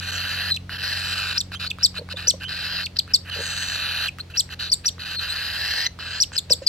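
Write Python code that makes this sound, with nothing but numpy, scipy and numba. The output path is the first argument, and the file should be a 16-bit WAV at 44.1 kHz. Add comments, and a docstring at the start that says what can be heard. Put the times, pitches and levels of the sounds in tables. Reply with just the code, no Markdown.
"""A small room, a phone's two microphones close to a wooden box where a cockatiel chick is syringe-fed.
The chick begs: air forced through its syrinx rings throat and beak in long rasping hisses, which often
break into a squeak or a short, arched chirp. The beak ticks as it parts; beak and syringe knock softly.
The room answers over a low rumble, and somewhere a motor hums, slowly losing speed."""
import sys
import numpy as np
from scipy import signal
from scipy.fft import rfft, irfft
from scipy.io import wavfile
from numba import njit

SR = 44100
rng = np.random.default_rng(int(sys.argv[2]) if len(sys.argv) > 2 else 0)


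def unload_audio(sound):
    """Save the sound as a 16-bit wav file, at the path given as the first command line argument."""
    columns = np.transpose(np.atleast_2d(sound))
    # keep every value between -1 and 1, then stretch to whole-number steps
    steps = np.round(np.clip(columns, -1, 1) * 32767)
    wavfile.write(sys.argv[1], SR, steps.astype(np.int16))


N = 294588
TIME = np.arange(N) / SR
FREQ = np.fft.rfftfreq(N, 1 / SR)


def undb(db):
    """Decibels to gain."""
    return 10 ** (np.asarray(db) / 20)


def unit(x):
    """Scale to an rms of one."""
    return x / np.sqrt(np.mean(x ** 2))


def curve(points):
    """A (seconds, value) table at every sample."""
    return np.interp(TIME, *np.transpose(points))


def spectrum(points):
    """The columns of a (Hz, ..) table at every frequency."""
    hz, *columns = np.transpose(points)
    return [np.interp(np.log(FREQ + 1), np.log(hz), column) for column in columns]


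def colour(x, points):
    """Filter by a (Hz, dB) table."""
    return irfft(rfft(x) * undb(spectrum(points)[0]), N)


def walk(rate_hz):
    """Smooth random drift of rms one, mostly slower than rate_hz."""
    return unit(irfft(rfft(rng.standard_normal(N)) / (1 + (FREQ / rate_hz) ** 2), N))


def gate(start, end, edge_s):
    """Open from start to end, with sloping edges."""
    return np.clip(np.minimum(TIME - start, end - TIME) / edge_s + .5, 0, 1)


@njit
def bandpass(x, hz, width_hz):
    """State-variable resonance whose centre may move."""
    y, band, low = np.empty(len(x)), 0., 0.
    for i in range(len(x)):
        g, damping = np.tan(np.pi * hz[i] / SR), width_hz / hz[i]
        v = (band + g * (x[i] - low)) / (1 + g * (g + damping))
        band, low, y[i] = 2 * v - band, low + 2 * g * v, damping * v
    return y


def resonate(modes, flow=1, stretch=1):
    """Turbulence, scaled by flow, rings (Hz, width Hz, dB) modes that stretch together; rms one."""
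    out = 0
    for hz, width, db in modes:
        centre = np.minimum(hz * stretch * np.ones(N), .45 * SR)
        ring = bandpass(flow * rng.standard_normal(N), centre, float(width))
        out += undb(db) * bandpass(ring, centre, float(width))
    return unit(out)


# Puffs and long rasps. Each row: start and length in seconds, then in dB the relative level midway,
# the swell from start to end and the lift of the upper throat.
HISSES = [(0.0, 0.51, -30.5, 5, -1.5), (0.697, 0.12, -35, 2, -4), (0.807, 0.53, -30, -1, -0.5),
          (1.338, 0.043, -34.5, 4, 2), (1.517, 0.035, -36, 7, -2), (1.597, 0.077, -34, -1, 1),
          (1.789, 0.042, -43, 14, -1.5), (1.948, 0.039, -36, 7, -2), (2.097, 0.035, -37, 9, 0.5),
          (2.168, 0.11, -36.5, -7.5, -4), (2.4, 0.045, -36.5, 16, -7.5), (2.48, 0.36, -32.5, 2.5, 0),
          (2.963, 0.0098, -34.5, 0, 6.5), (3.074, 0.051, -44.5, 18, -8), (3.248, 0.055, -40, 18, -14),
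          (3.308, 0.77, -31, 5, -0.5), (4.19, 0.014, -38.5, -4, -5), (4.301, 0.032, -46, -12, -7),
          (4.345, 0.026, -37, 10, -4), (4.5, 0.043, -37.5, 8, -2.5), (4.594, .1, -37, -8, 4.5),
          (4.843, 0.014, -33, 5, -2), (4.992, 0.17, -35, 3, 0.5), (5.184, .69, -29.8, 7.5, -1),
          (5.99, 0.21, -34.5, 6, -2), (6.326, 0.039, -37, 11.5, -3.5), (6.5, 0.0057, -31, -11, -3),
          (6.62, 0.034, -50.5, -1, -3)]
# Brief closures of the throat. Each row: start and length in seconds.
CLOSURES = [(.11, 0.0073), (0.772, 0.0094), (1.146, 0.0033), (5.042, 0.0075)]
# Resonances, low to high. Each row: centre in Hz, width in Hz, relative level in dB.
LOW_THROAT = [(1650, 500, 0)]
MIDDLE_THROAT = [(2680, 380, 0), (2990, 420, -2.5)]
UPPER_THROAT = [(4122, 850, 3), (4670, 1160, -2)]
BEAK = [(5930, 1300, 1), (7490, 1070, -1.9)]
FIZZ = [(11320, 3200, -2.5), (14160, 2400, -6.5)]
# The beak's gape. 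Each row: time in seconds, lowest throat resonance in Hz.
GAPE = [(0, 1550), (.48, 1660), (.72, 1570), (.9, 1720), (1.12, 1536), (1.6, 1480), (2.25, 1570),
        (2.57, 1623), (3.45, 1620), (3.7, 1610), (3.95, 1575), (5.25, 1580), (5.85, 1816), (6.02, 1560),
        (6.2, 1650)]
# Strength of the beak resonance and the top treble. Each row: time in seconds, relative level in dB.
BEAK_LEVEL = [(.06, -12.5), (.16, -3.5), (.25, -24), (.3, -10), (.4, -23), (.75, -18), (.9, -14), (1.1, -7),
              (1.35, -11), (2.5, -16.5), (3.3, -20.5), (3.46, -4), (3.71, -4.5), (3.88, -21), (4.6, -12.5),
              (5.55, -18), (5.69, -14.5), (6.05, -15.5), (6.35, 0)]
FIZZ_LEVEL = [(0, -15.5), (1.3, -16.5), (2.3, -19.5), (3.4, -18), (4.05, -15.5), (5.05, -17), (5.55, -15.5),
              (5.85, -19.5), (6.05, -23.5), (6.4, -34)]
# Antiresonances of the mouth. Each row: centre in Hz, width in Hz.
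MOUTH_NOTCHES = [(2290, 54), (3500, 174)]
# A wandering antiresonance in the treble. Each row: time in seconds, centre in Hz.
TREBLE_NOTCH = [(0, 5010), (.45, 5400), (.85, 6650), (1.03, 6460), (1.18, 6030), (2.6, 6070), (3.4, 5300),
                (4.05, 5130), (5.25, 5350), (5.55, 5860), (5.8, 7000), (6.1, 5800)]

def hiss(edge_s=.01, attack_share=.049, restless_db=.3, treble_notch_width_hz=970.):
    """Close up, air forced through the syrinx flaps irregularly and rings throat and beak."""
    effort, upper_db = np.zeros((2, N))
    for start, length, db, swell_db, lift_db in HISSES:
        along = np.clip((TIME - start) / length, 0, 1)
        attack = np.clip((TIME - start + edge_s) / (attack_share * length + edge_s), 0, 1)
        level = undb(db + swell_db * (along - .5))
        effort = np.maximum(effort, gate(start, start + length, edge_s) * attack * level)
        upper_db[TIME > start - edge_s] = lift_db
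    for start, length in CLOSURES:
        effort *= 1 - .8 * gate(start, start + length, edge_s=.003)
    flow = undb(1.8 * walk(330) + .6 * walk(25))
    # a wider gape raises the lowest resonance most and weakens the middle one
    gape = curve(GAPE) / LOW_THROAT[0][0]
    tongue = gape ** .41 * (1 + .012 * walk(4))  # higher resonances wander with the tongue
    voice = undb(-3) * resonate(LOW_THROAT, flow, gape)
    middle_db = -3.5 - 35 * (gape - 1) + restless_db * walk(6.8)
    voice += undb(middle_db) * resonate(MIDDLE_THROAT, flow, tongue)
    voice += undb(upper_db + 2 + restless_db * walk(2)) * resonate(UPPER_THROAT, flow, tongue)
    voice += undb(curve(BEAK_LEVEL)) * resonate(BEAK, flow, 1 + .054 * walk(11))
    voice += undb(curve(FIZZ_LEVEL)) * resonate(FIZZ, flow, tongue)
    for hz, width in MOUTH_NOTCHES:
        voice -= bandpass(voice, hz * tongue, float(width))
    voice -= bandpass(voice, curve(TREBLE_NOTCH), treble_notch_width_hz)
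    rush = undb(-19) * resonate([(730, 730, 0)], flow)
    return effort * (voice + rush)


def room_echoes(x, t60_s=.2, delay_s=.003, apart_hz=2800):
    """The small room's dense, decaying tail; the two microphones hear its treble differently."""
    t = TIME[:SR // 2]
    mid, side = rng.standard_normal((2, len(t))) * np.exp(-np.log(1000) * t / t60_s) * (t > delay_s)
    side = signal.sosfilt(signal.butter(2, apart_hz, "high", fs=SR, output="sos"), side)
    tails = (mid + np.array([side, -side])) / np.sqrt(2 * np.sum(mid ** 2))
    return signal.fftconvolve(x, tails, axes=1)[:, :N]


# The motor's hum. Each row: multiple of the shaft rate, relative level in dB.
MOTOR_LINES = [(1, -17), (2, 0.5), (3, -8.5), (4, -7.5), (5, -23.5), (6, -18), (8, -34)]

def motor_hum(start_hz=45.45, slowing_hz_per_s=.38, fade_db_per_s=1.08, waver_db=1.2):
    """Somewhere off-mic a motor slows and weakens, each shaft line wavering a little."""
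    shaft_hz = (start_hz - slowing_hz_per_s * TIME) * (1 + .0063 * walk(2.66))
    phase = 2 * np.pi * np.cumsum(shaft_hz) / SR
    lines = sum(undb(db + waver_db * walk(3.2)) * np.sin(multiple * phase + 2 * np.pi * rng.random())
                for multiple, db in MOTOR_LINES)
    return np.sqrt(2) * lines * undb(-40 - fade_db_per_s * TIME)


# The room's background noise. Each row: frequency in Hz, relative density in dB.
ROOM_TONE = [(20, -23), (45, -8.5), (76, -1), (110, -7.5), (160, -13), (250, -17), (500, -18.5),
             (1000, -27.5), (2000, -28.5), (4500, -30.5), (7000, -40.5), (16000, -52)]

def room_tone():
    """Low rumble, alike at both microphones, under a faint diffuse hiss."""
    mid, side = (unit(colour(rng.standard_normal(N), ROOM_TONE)) for _ in range(2))
    side = colour(side, [(80, -25.5), (250, -11.5), (700, -2), (1500, -3.5), (3000, -2.5)])
    return undb(-47) * (mid + np.array([side, -side]))


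# Each row: start and length in seconds, first and last pitch in Hz, level in dB, relative overtone dB.
SQUEAKS = [(0.511, 0.02, 4160, 4010, -17.5, -25.5), (1.551, 0.021, 3150, 3180, -37.5, -14),
           (1.978, 0.015, 3900, 4320, -26, -21), (2.163, 0.012, 3500, 3900, -35, -22),
           (2.445, 0.042, 2950, 3160, -35.5, -25), (3.31, 0.033, 3100, 2850, -35.5, -25),
           (4.203, 0.0088, 4000, 4280, -24, -25), (4.342, .01, 2650, 2790, -30.5, -38),
           (4.698, 0.0069, 4100, 4800, -29, -29), (5.165, 0.036, 4350, 4070, -26, -26.5),
           (5.29, 0.046, 3930, 4150, -32.5, -15), (5.863, 0.0078, 1950, 2094, -24, 6)]

def squeaks(jitter=.018, shimmer_db=4):
    """The syrinx briefly catches, giving short, unsteady tones among the hisses."""
    out, waver = np.zeros(N), 1 + jitter * walk(348)
    for start, length, start_hz, end_hz, db, overtone_db in SQUEAKS:
        pitch = np.interp(TIME, [start, start + length], [start_hz, end_hz])
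        phase = 2 * np.pi * np.cumsum(pitch * waver) / SR
        tone = np.sin(phase) + undb(overtone_db) * (np.sin(2 * phase) + .5 * np.sin(3 * phase))
        out += np.sqrt(2) * undb(db) * gate(start, start + length, edge_s=.01) * tone
    return out * undb(shimmer_db * walk(194))


# Each row: start, arch length and fall length in seconds, crest and end pitch in Hz,
# then relative levels in dB of the rise, the crest, the fall and the overtones.
CHIRPS = [(.539, .026, .011, 4017, 2300, -23, -28, -26.5, -16),
          (1.377, .027, 0.0145, 5722, 3140, -17.5, -30, -22, -1.5),
          (1.669, .035, .014, 4560, 2387, -26, -55, -20.5, -13),
          (1.828, .02, .021, 5565, 3466, -24, -17, -16, -2),
          (2.269, .03, .016, 5950, 2885, -23, -15.5, -17, 0),
          (2.832, .029, .011, 4520, 2069, -32, -32.5, -24, -25),
          (2.968, .021, 0.013, 5500, 3082, -25.5, -51, -16.5, -14),
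          (3.137, .008, .022, 5484, 3444, -14, -12.5, -17.5, -2.5),
          (4.075, .008, .012, 3260, 2400, -29, -23.5, -22.5, -15),
          (4.37, .026, 0.016, 5785, 3113, -21.5, -20, -15.5, 3.5),
          (4.716, .009, .021, 5660, 3546, -24, -15.5, -19.5, 8),
          (4.854, .027, .014, 5820, 3094, -25.5, -20, -18.5, -0.5),
          (6.201, .026, .017, 5784, 2820, -22, -17.5, -18, -1),
          (6.364, .016, 0.0153, 5180, 3275, -23, -34, -16.5, -1),
          (6.502, .019, 0.021, 5530, 3315, -26, -17.5, -16, 3),
          (6.665, .008, 0.0205, 5090, 3400, -22, -15, -14.5, -5)]
# What the throat passes of the whistle and of its overtones. Each row: frequency in Hz, gain in dB.
WHISTLE_GAIN = [(2000, -7), (2600, 2.5), (3150, -5), (3850, -4), (4350, 0.5), (4750, 7), (5150, -1),
                (5500, 1), (6100, -0.5)]
OVERTONE_GAIN = [(4500, -13), (6300, -19), (7000, -9), (7800, -2), (8800, -12), (9900, -30), (10800, -22),
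                 (11600, -10), (12500, -26), (16000, -28)]

def chirps(rest_hz=3950., full_arch_s=.03, crest_share=.46, sag_share=.3, break_ratio=.9, left_db=.5):
    """The syrinx locks into a whistle: up to a crest, a rough jump down, then an overtone-rich fall."""
    shimmer = undb(2.5 * walk(300) + .9 * walk(90))
    pitch = np.full(N, rest_hz)
    level, richness, crack, unlocked = np.zeros((4, N))
    for start, arch_s, fall_s, crest_hz, end_hz, rise_db, crest_db, fall_db, overtone_db in CHIRPS:
        crest, jump, end = start + crest_share * arch_s, start + arch_s, start + arch_s + fall_s
        here = (TIME > start - .002) & (TIME < end + .002)
        t = TIME[here]
        stages = (start, crest), (crest, jump), (jump, end)
        rise, sag, fall = (np.clip((t - a) / (b - a), 0, 1) for a, b in stages)
        climb_hz = (crest_hz - rest_hz) * arch_s / full_arch_s  # short arches start nearer the crest
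        arch_hz = crest_hz - climb_hz * ((1 - rise) ** 2 + sag_share * sag ** 2)
        lower_hz = break_ratio * (crest_hz - sag_share * climb_hz)
        pitch[here] = np.where(t < jump, arch_hz, lower_hz + (end_hz - lower_hz) * fall ** 1.1)
        db = np.interp(rise + sag + fall, [0, .45, 1, 1.6, 2.1, 3],
                       [rise_db - 6, rise_db, crest_db, crest_db, fall_db, fall_db - 3])
        level[here] += undb(db) * gate(start, end, edge_s=.003)[here] * (1 - .7 * fall ** 8)
        richness[here] = (.07 + .93 * np.minimum(2 * fall, 1)) * undb(overtone_db)
        crack[here] = np.exp(-((t - jump) / .0028) ** 2)
        unlocked[here] = 1 - rise
    # a weakly driven whistle is less steady, and it rasps on the rise until it locks
    unsteady = 1 + np.exp(-level / .05)
    waver = 1 + .011 * unsteady * (walk(669) + walk(116.4)) + .0248 * unlocked * walk(574)
    phase = 2 * np.pi * np.cumsum(pitch * waver) / SR
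    level *= np.sqrt(2) * shimmer
    harmonics = np.sin(2 * phase) + undb(-3) * np.sin(3 * phase) + .49 * np.sin(4 * phase)
    overtones = colour(level * richness * harmonics, OVERTONE_GAIN)
    air = resonate([(5000, 3500, 0), (7800, 2400, -4), (12000, 3500, -6)])
    air *= undb(-22 + 8 * crack) * level
    stutter = 1 - crack * np.clip(.5 * walk(600) + .15, -.2, 1)  # around the register jump
    whistle = colour(level * np.sin(phase) * stutter, WHISTLE_GAIN)
    return (whistle + overtones + air) * undb([[left_db / 2], [-left_db / 2]])


# Each row: start in seconds, relative level in dB.
BEAK_TICKS = [(0.694, -28), (1.519, -29), (1.786, -31), (1.943, -33), (2.089, -29), (3.078, -36),
              (4.186, -30), (4.491, -33), (4.982, -35), (5.989, -28), (6.319, -33)]

def beak_ticks(decay_s=.0018, gain_db=2):
    """A wet snap as the beak parts, gone in a few milliseconds."""
    snaps = sum(undb(db + gain_db) * (TIME >= start) * np.exp(-np.abs(TIME - start) / decay_s)
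                for start, db in BEAK_TICKS)
    return snaps * resonate([(1440, 720, 8), (2670, 960, -7.5), (3950, 1600, -11), (8900, 8700, -24)])


# Each row: start in seconds, relative level in dB.
KNOCKS = [(1.987, -27.5), (2.011, -27), (2.138, -29.5), (2.272, -28.5), (2.337, -25), (3.36, -28),
          (3.386, -24), (3.402, -23.5), (6.504, -17), (6.534, -29.5), (6.617, -27.5)]
# What a knock rings with. Each row: frequency in Hz, seconds to fall 60 dB, relative level in dB.
KNOCK_MODES = [(155, 0.096, -14), (315, 0.041, -12.5), (510.6, 0.054, -1), (566, 0.029, 4.5),
               (978, 0.028, -10.5)]

def knocks(contact_s=.005, gain_db=4):
    """Soft, damped blows of beak and syringe in the box, each tuned a little differently."""
    blows, t = np.zeros(N), TIME[:SR // 4]
    attack = 1 - np.exp(-(t / contact_s) ** 2)
    for start, db in KNOCKS:
        detunes = 1 + .057 * rng.standard_normal(len(KNOCK_MODES))
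        ring = sum(undb(mode_db - 60 * t / t60) * np.sin(2 * np.pi * hz * detune * t)
                   for (hz, t60, mode_db), detune in zip(KNOCK_MODES, detunes))
        i = int(start * SR)
        blows[i:i + len(t)] += undb(db + gain_db) * (ring * attack)[:N - i]
    return blows


# The phone's two microphones. Each row: frequency in Hz, left minus right in dB, left's lead in radians.
MICROPHONES = [(300, 1.5, 0), (750, -4.5, -.4), (1200, -4.5, .3), (1550, 0, 0), (2350, 1, .1),
               (2800, -2.5, -.7), (3200, -9, -.8), (3850, -2, 1.9), (4150, 3.5, 1.5), (4450, 0, 1.7),
               (4850, 6, 1.9), (5300, 3.5, -.9), (5800, .5, -1.2), (12000, 0, -1.5)]

def direct_sound(x):
    """At close range, sound reaches each microphone with its own colour and delay."""
    balance_db, lead = spectrum(MICROPHONES)
    left = undb(balance_db / 2) * np.exp(.5j * lead)
    return irfft(rfft(x) * np.array([left, 1 / left]), N)


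def scene():
    """The chick close to the phone; behind it the room's answer, the motor and the room tone."""
    near = hiss() + chirps() + squeaks() + beak_ticks() + knocks()
    return direct_sound(near) + undb(-17) * room_echoes(near) + motor_hum() + room_tone()


def record(dry):
    """The phone cuts the treble above 16.2 kHz."""
    return signal.sosfilt(signal.ellip(8, .2, 70, 16200, fs=SR, output="sos"), dry)


dry = scene()
out = record(dry)
unload_audio(out)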